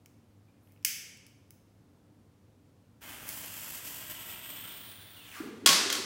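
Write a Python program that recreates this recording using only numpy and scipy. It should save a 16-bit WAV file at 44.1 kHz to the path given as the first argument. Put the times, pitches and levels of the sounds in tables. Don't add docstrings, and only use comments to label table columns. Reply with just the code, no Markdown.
import sys
import numpy as np
from scipy import signal
from scipy.io import wavfile
from scipy.ndimage import uniform_filter1d, map_coordinates

SR = 44100
rng = np.random.default_rng(int(sys.argv[2]) if len(sys.argv) > 2 else 0)


def gain_from_db(level_db):
    decades = np.asarray(level_db, float) / 20
    return 10 ** decades


def file_out(sig):
    cols = np.atleast_2d(sig).T
    lim = np.clip(cols, -1, 1)
    pcm = np.round(lim * 32767).astype(np.int16)
    wavfile.write(sys.argv[1], SR, pcm)


N = 266805
T = np.arange(N) / SR

# [f/Hz, density/dB per Hz]
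AIR_SPECTRUM = [(18, -51), (33, -17), (65, -19.5), (86, -10.5), (185, -13), (291, -17.5), (314, -19.5),
                (533, -22.5), (577, -26), (858, -29.5), (1940, -38), (7670, -45), (16500, -49.5)]
# [f/Hz, width/Hz, level/dB]
VENT_TONES = [(100.3, 15.846, -66), (237.5, 21.2, -73), (290, 27.9, -72.5)]
# [f/Hz, t60/s]
ROOM_T60 = [(300, 0.91), (1300, 0.999), (3500, 0.88815), (9000, 0.655), (15000, 0.40665)]
# [delay/ms, drift/ms per s, share/1]
WALLS = [(.4, -0.0027, .5), (1.25, -0.19, 0.34), (3.25, -.15, 1.21)]
# [f/Hz, level/dB]
TABLE_COMB = [(3300, 0), (3600, 0), (3850, -3.5), (4300, -1), (5000, -2.64)]

# [f/Hz, level/dB, t60/s]
LIGHTER_MODES = [(2200, 0.5, 0.019), (2921.5, -2, 0.0032), (6830, -10.5, 0.0077), (9840, -10, 0.016),
                 (13000, -14, .003), (15250, -9.5, 0.002)]
# [t/s, peak level/dB, tilt/dB per octave, room share/dB]
SNAPS = [(0.0597, -42.5, 2.5, -1), (0.673, -59, -16, -8.5), (.7213, -50.5, 8, 1.5), (0.7624, -59, -22, -3),
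         (.775, -62, -17, -1), (0.8275, -53, -0.5, 6), (0.8487, -9.5, 3.5, 6), (0.851, -11, 3, -13),
         (1.15, -56.5, 4, -5.5), (1.173, -45, 2, -5), (1.266, -40.5, 3, -0.5), (1.5066, -39, 4.5, -0.5),
         (3.2905, -20, 7.5, -18)]
# [f/Hz, density/dB per Hz]
SCRAPE_SPECTRUM = [(530, -73), (900, -30.5), (2270, -2.5), (3080, 0.5), (3970, -11), (5190, -2), (6460, -3),
                   (9090, -10.5), (9780, -4.5), (11500, -11), (15200, -6), (15900, -10), (16500, -29.5)]
# [start t/s, length/s, f/Hz, width/Hz, level/dB]
RUBS = [
    (0.45, 0.0858, 2388, 150, -78.5),
    (0.508, 0.1078, 2422, 200, -82),
    (0.555, 0.24, 9720, 500, -82),
    (0.579, 0.19, 13000, 600, -77.5),
    (0.668, 0.0977, 2200, 400, -78),
]

# [t/s, level/dB, rattle length/s, tilt/dB per octave]
KNOCKS = [
    (5.6603, -13, .0068, 0.3),
    (5.6728, -16, .004, 0.3),
    (5.69, -20, .006, -1.5),
    (5.727, -25, .006, -2.5),
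    (5.901, -26, .0035, -2.5),
    (5.9255, -27, .006, 1.5),
    (5.952, -32, .004, -1.5),
]
# [f/Hz, density/dB per Hz]
KNOCK_SPECTRUM = [(180, -42), (300, -11.5), (800, -15), (1200, -8.5), (2130, -8), (3300, -6), (4000, -5),
                  (4700, -3.5), (6450, -6.5), (16000, -20.5)]
# [f/Hz, level/dB, t60/s]
GLASS_MODES = [(555, -28, .4), (1099, -11, .35), (1310, -22, .12), (1435, -22, .15), (1725, -22, .15),
               (2137, -20, .15), (3321, -17, .2), (3390, -20, .2), (4485, -22, .15), (4833, -20, .25),
               (5312, -21, .2), (6640, -24, .15)]
# [f/Hz, width/Hz, level/dB]
SHELL = (3280, 290, 0.5)

# [t/s, level/dB, f/Hz, t60/s]
BUBBLES = [(5.402, -27.5, 304, 0.093), (5.414, -41, 244, 0.038), (5.434, -26, 408.8, 0.015),
           (5.459, -29, 295.8, 0.02648), (5.485, -35, 307, 0.0789), (5.499, -32.5, 290, .04),
           (5.633, -32, 291, 0.0739), (5.686, -25, 236, 0.0628), (5.7, -35.5, 152.7, 0.517),
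           (5.86, -31, 370, 0.098), (5.986, -32.5, 358, 0.18)]
# [t/s, extra level/dB, dying time/s]
GULPS = [
    (5.403, 10.5, 0.0123),
    (5.68, 1.5, 0.207),
]
# [f/Hz, density/dB per Hz]
SPRAY_SPECTRUM = [(300, -13), (800, -9), (1500, 7), (3000, 3), (6000, -5.5), (9500, -8), (16000, -23)]
# [t/s, level/dB, f/Hz, t60/s]
DROPS = [
    (5.322, -44, 2510, 0.0643),
    (5.352, -46, 2500, 0.0436),
    (5.353, -40, 1686, 0.0977),
    (5.368, -45, 1185, 0.15),
    (5.4, -41.5, 1407, 0.0697),
    (5.415, -46, 1720, 0.055),
]
# [peak t/s, rise/s, fall/s, level/dB]
WHISTLE = (5.19, .025, .08, -57)

# [t/s, jet level/dB, flame shrouded by casing/0-1]
FUSE = [
    (3.021, -50, .1),
    (3.25, -52, 0.01),
    (3.45, -51.5, 0.1),
    (3.9, -52, 0.11),
    (4.35, -50, 0.61),
    (4.75, -50, 0.81),
    (5.0, -55, 0.93),
    (5.22, -54.5, 0.93),
    (5.3, -55, 0.36),
]
# [t/s, level/dB, half length/s]
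FLARES = [(3.147, 1, 0.01896), (3.284, 2, 0.013), (3.51, -0.5, 0.01536), (3.715, 1, 0.0747),
          (3.818, -4, .025), (3.867, 3, 0.0258), (3.965, 0.5, .02), (4.111, 3, 0.015), (4.31, 2.4, 0.039),
          (4.41, -2.5, .04), (4.51, 2, 0.064), (4.9, 0.5, 0.03226)]
# [t/s, f/Hz]
NOTE = [(3.0, 2970), (3.6, 2800), (4.15, 3030), (4.55, 3080), (4.8, 3320), (5.05, 3550), (5.2, 3370),
        (5.3, 2850), (5.45, 1790)]
# [multiple of note/1, width/Hz, level/dB, ignition level re full/dB]
CASING_MODES = [(2.74, 1095, -9, -28), (4.56, 2300, -0.3225, -16)]
# [f/Hz, density/dB per Hz]
ROAR_SPECTRUM = [(60, -4), (150, 0), (400, -6.5), (1000, -4), (1800, -1.5), (2600, -7.5), (3500, -19.5),
                 (5000, -15)]
# [f/Hz, density/dB per Hz]
HISS_SPECTRUM = [(2500, -33), (4000, -8), (5500, -4), (8000, -2), (11300, -3), (12200, -2.5), (15000, 0.5)]


def evened(x):
    return x / np.sqrt(np.mean(x ** 2) + 1e-20)


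def read(points, hz):
    f, value = np.transpose(points)
    return np.interp(np.log(hz + 1), np.log(f + 1), value)


def coloured(x, points, tilt_db=0):
    hz = np.abs(np.fft.fftfreq(8192, 1 / SR))
    gain_db = read(points, hz) + tilt_db * np.log2((hz + 300) / 4000)
    log_gain = np.log(gain_from_db(gain_db))
    taps = np.fft.ifft(np.exp(np.conj(signal.hilbert(log_gain)))).real[:4096]
    return signal.oaconvolve(x, taps)[:len(x)]


def add(mix, start_s, sound):
    part = mix[round(start_s * SR):][:len(sound)]
    part += sound[:len(part)]


def resonate(x, hz, width_hz):
    turn = np.exp(2j * np.pi * np.cumsum(hz * np.ones(len(x))) / SR)
    pole = np.exp(-np.pi * width_hz / SR)
    smooth = signal.lfilter([1 - pole], [1, -pole], x / turn)
    return 2 * (turn * smooth).real


def resonate_twice(x, hz, width_hz):
    return resonate(resonate(x, hz, width_hz), hz, width_hz)


def ring(modes, seconds, tilt_db=0):
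    t = np.arange(round(seconds * SR)) / SR
    out = np.zeros(len(t))
    for hz, db, t60_s in modes:
        level_db = db + tilt_db * np.log2(hz / 5000) - 60 * t / t60_s
        out += gain_from_db(level_db) * np.sin(2 * np.pi * hz * t)
    return out


def wobble(seconds):
    size = max(round(seconds * SR), 2)
    once = uniform_filter1d(rng.standard_normal(N), size)
    return evened(uniform_filter1d(once, size))


def bubble(hz, t60_s, glide_per_s):
    t = np.arange(round(.12 * SR)) / SR
    envelope = gain_from_db(-60 * t / t60_s) * (1 - np.exp(-t / 0.001206))
    return envelope * np.sin(2 * np.pi * hz * (t + glide_per_s * t ** 2))


def air():
    out = gain_from_db(-63.5) * evened(coloured(rng.standard_normal(N), AIR_SPECTRUM))
    for hz, width_hz, db in VENT_TONES:
        out += gain_from_db(db) * evened(resonate_twice(rng.standard_normal(N), hz, width_hz))
    return out


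def room(x):
    taps = np.zeros(SR + SR // 2)
    at = np.arange(130, len(taps) - 10, 10)
    taps[at + rng.integers(0, 10, len(at))] = rng.choice([-1., 1.], len(at))
    hz, t, bands = signal.stft(taps, SR, nperseg=256)
    decay = gain_from_db(-60 * t / read(ROOM_T60, hz)[:, None])
    tail = signal.istft(bands * decay, SR, nperseg=256)[1]
    return signal.fftconvolve(x, tail / np.linalg.norm(tail))[:N]


def echoed(x):
    late = np.zeros(N)
    for delay_ms, drift_ms_per_s, share in WALLS:
        lag_s = (delay_ms + drift_ms_per_s * (T - FUSE[0][0])) / 1000
        late += share * map_coordinates(x, [(T - lag_s) * SR], order=3)
    nearest_s, near_span_s = 4.18, 0.42
    echo_db = -24 + 11.5 * np.exp(-((T - nearest_s) / near_span_s) ** 2)
    return x + gain_from_db(echo_db) * late


def lighter():
    out = np.zeros((2, N))
    scrapes = rng.standard_normal((len(SNAPS), 200))
    near = signal.butter(4, 1200, "high", fs=SR, output="sos")
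    far = signal.butter(6, 1450, "high", fs=SR, output="sos")
    for (s, db, tilt_db, room_db), scrape in zip(SNAPS, scrapes):
        dying = np.pad(scrape * np.exp(-np.arange(200) / 63.0), (0, 1500))
        feeds = (out[0], near, .35, db), (out[1], far, .05, db + room_db)
        for feed, thin, rough, feed_db in feeds:
            blow = signal.unit_impulse(1700) + rough * dying
            body = signal.oaconvolve(blow, ring(LIGHTER_MODES, .03, tilt_db))[:len(blow)]
            scraped = evened(coloured(blow, SCRAPE_SPECTRUM, tilt_db))
            snap = signal.sosfilt(thin, scraped + 0.33 * evened(body))
            add(feed, s, gain_from_db(feed_db) * snap / abs(snap).max())
    for s, seconds, hz, width_hz, db in RUBS:
        rub = resonate(rng.standard_normal(round(seconds * SR)), hz, width_hz)
        add(out[0], s, gain_from_db(db) * evened(rub) * np.hanning(len(rub)))
    return out


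def knocks():
    out = np.zeros((2, N))
    rattles = rng.standard_normal((len(KNOCKS), 1000))
    t = np.arange(1000) / SR
    build = 1 - np.exp(-np.arange(SR // 2) / (0.033 * SR))
    panes = ring(GLASS_MODES, .5) * build
    shell_hz, shell_width_hz, shell_db = SHELL
    for (s, db, seconds, tilt_db), rattle in zip(KNOCKS, rattles):
        contact = np.pad(rattle * np.exp(-(t / seconds) ** 4), (0, 2000))
        length_gain = np.sqrt(seconds * SR)
        for feed, force in zip(out, (contact, signal.unit_impulse(3000))):
            crack = coloured(force, KNOCK_SPECTRUM, tilt_db)
            add(feed, s, gain_from_db(db) * crack / np.linalg.norm(crack) * length_gain)
        shell = resonate_twice(contact, shell_hz, shell_width_hz)
        add(out[0], s, gain_from_db(db + shell_db - 6.5) * shell / np.linalg.norm(shell) * length_gain)
        add(out[0], s, gain_from_db(1.85 * db + 14.5) * panes)
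    return out


def gurgle():
    stream, out = np.zeros(N), np.zeros(N)
    for when, pitch, size, glide in rng.random((700, 4)):
        one = bubble(205 * 2.3 ** pitch, 0.12926, 3 * (glide - .4))
        add(stream, 5.4 + .65 * when, gain_from_db(4.9 * size) * one)
    for s, db, hz, t60_s in BUBBLES:
        add(out, s, 0.71 * gain_from_db(db) * bubble(hz, t60_s, 2.08))
    rms = np.sqrt(np.mean(stream[T > 5.41] ** 2))
    stream_db = -48 - 2 * (T - 6.04)
    for s, db, dying_s in GULPS:
        stream_db += db * (T > s) * np.exp(-(np.maximum(T - s, 0) / dying_s) ** 2)
    return out + gain_from_db(stream_db) * stream / rms


def splash():
    spray = rng.standard_normal(N) * gain_from_db(wobble(0.0071))
    pocket_start_hz, pocket_end_hz, pocket_fall_s = 2951.4, 850, 0.059
    sink = np.exp(-np.maximum(T - 5.3, 0) / pocket_fall_s)
    pocket_hz = pocket_end_hz + (pocket_start_hz - pocket_end_hz) * sink
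    pocket = evened(resonate(spray, pocket_hz, 592.5))
    fizz = evened(coloured(spray, SPRAY_SPECTRUM)) + 1.37 * pocket
    after_s = T - 5.354
    rise_db_per_s, fall_db_per_s = 330.0, -110.0
    burst = gain_from_db(-52.5 + np.minimum(rise_db_per_s * after_s, fall_db_per_s * after_s))
    out = (burst + gain_from_db(-67.0) * (after_s > 0)) * fizz
    for s, db, hz, t60_s in DROPS:
        add(out, s, gain_from_db(db) * bubble(hz, t60_s, -.3))
    return out


def whistle():
    s, rise_s, fall_s, db = WHISTLE
    start_hz, end_hz, sag_s = 2800, 2520, .055
    hz = end_hz + (start_hz - end_hz) * np.exp(-np.maximum(T - s + rise_s, 0) / sag_s + .5)
    tone = evened(resonate(rng.standard_normal(N), hz, 40))
    return gain_from_db(db) * tone * np.exp(-((T - s) / np.where(T < s, rise_s, fall_s)) ** 2)


def burning_gas():
    sparks_per_s = 2400
    spark_db = 1.9 * np.minimum(rng.exponential(1, N), 5)
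    sparks = gain_from_db(spark_db) * (rng.random(N) < sparks_per_s / SR)
    uneven_db = .7 * wobble(0.02) + 1.6 * wobble(0.0028)
    burn = (1 + 0.28 * evened(sparks)) * gain_from_db(uneven_db)
    return burn * rng.standard_normal((4, N))


def fuse():
    s, jet_points_db, shroud_points = np.transpose(FUSE)
    jet_db = np.interp(T, s, jet_points_db)
    shroud = np.interp(T, s, shroud_points)
    flare_db = sum(db * np.exp(-((T - at) / half_s) ** 2) for at, db, half_s in FLARES)
    bright_db = 0.6 * flare_db
    gas = burning_gas()

    young = np.clip(1 - (T - s[0]) / 0.47, 0, 1)
    note_hz = np.interp(T, *np.transpose(NOTE))
    first = evened(resonate(resonate(gas[0], 1.065 * note_hz, 870), 0.85 * note_hz, 1500))
    first *= gain_from_db(-4.5 * young)

    upper_hz = np.maximum(note_hz, 3380 * (T > 5.05))
    upper = np.zeros(N)
    for multiple, width_hz, db, start_db in CASING_MODES:
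        mode = evened(resonate_twice(gas[1], multiple * upper_hz, width_hz))
        upper += gain_from_db(db + start_db * young) * mode
    swing_db = -48 * np.maximum(T - 5.12, 0)
    upper *= gain_from_db(5.5 + swing_db + bright_db)

    roar = gain_from_db(2 - 6 * shroud) * evened(coloured(gas[2], ROAR_SPECTRUM))
    catch_s, catch_span_s = 3.27, .04
    catch_db = -8 * np.clip(.5 - (T - catch_s) / (2 * catch_span_s), 0, 1)
    hiss_db = 14.5 - 20 * shroud + catch_db + bright_db
    hiss = gain_from_db(hiss_db) * evened(coloured(gas[3], HISS_SPECTRUM))

    alight = np.clip((T - 3.006) / 0.02, 0, 1) * np.clip((5.52 - T) / 0.18, 0, 1)
    return gain_from_db(jet_db + flare_db) * alight * (first + upper + roar + hiss)


def scene():
    snaps, snaps_far = lighter()
    hits, hits_far = knocks()
    flow = echoed(coloured(fuse(), TABLE_COMB)) + splash() + whistle()
    wet = room(snaps_far + gain_from_db(1.5) * hits_far + gain_from_db(-6.5) * flow)
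    mix = snaps + hits + gain_from_db(-2.5) * flow + gurgle() + wet + air()
    return np.tile(mix, (2, 1))


def low_pass(x):
    return signal.sosfilt(signal.butter(12, 16820, fs=SR, output="sos"), x)


def record(dry):
    cut = signal.sosfilt(signal.butter(4, 48, "high", fs=SR, output="sos"), dry)
    rounded = .8 * np.tanh(cut / .8)
    limited = signal.oaconvolve(rounded, signal.firwin(511, 15900, fs=SR)[None], "same")
    return low_pass(limited)


dry = scene()
out = record(dry)
file_out(out)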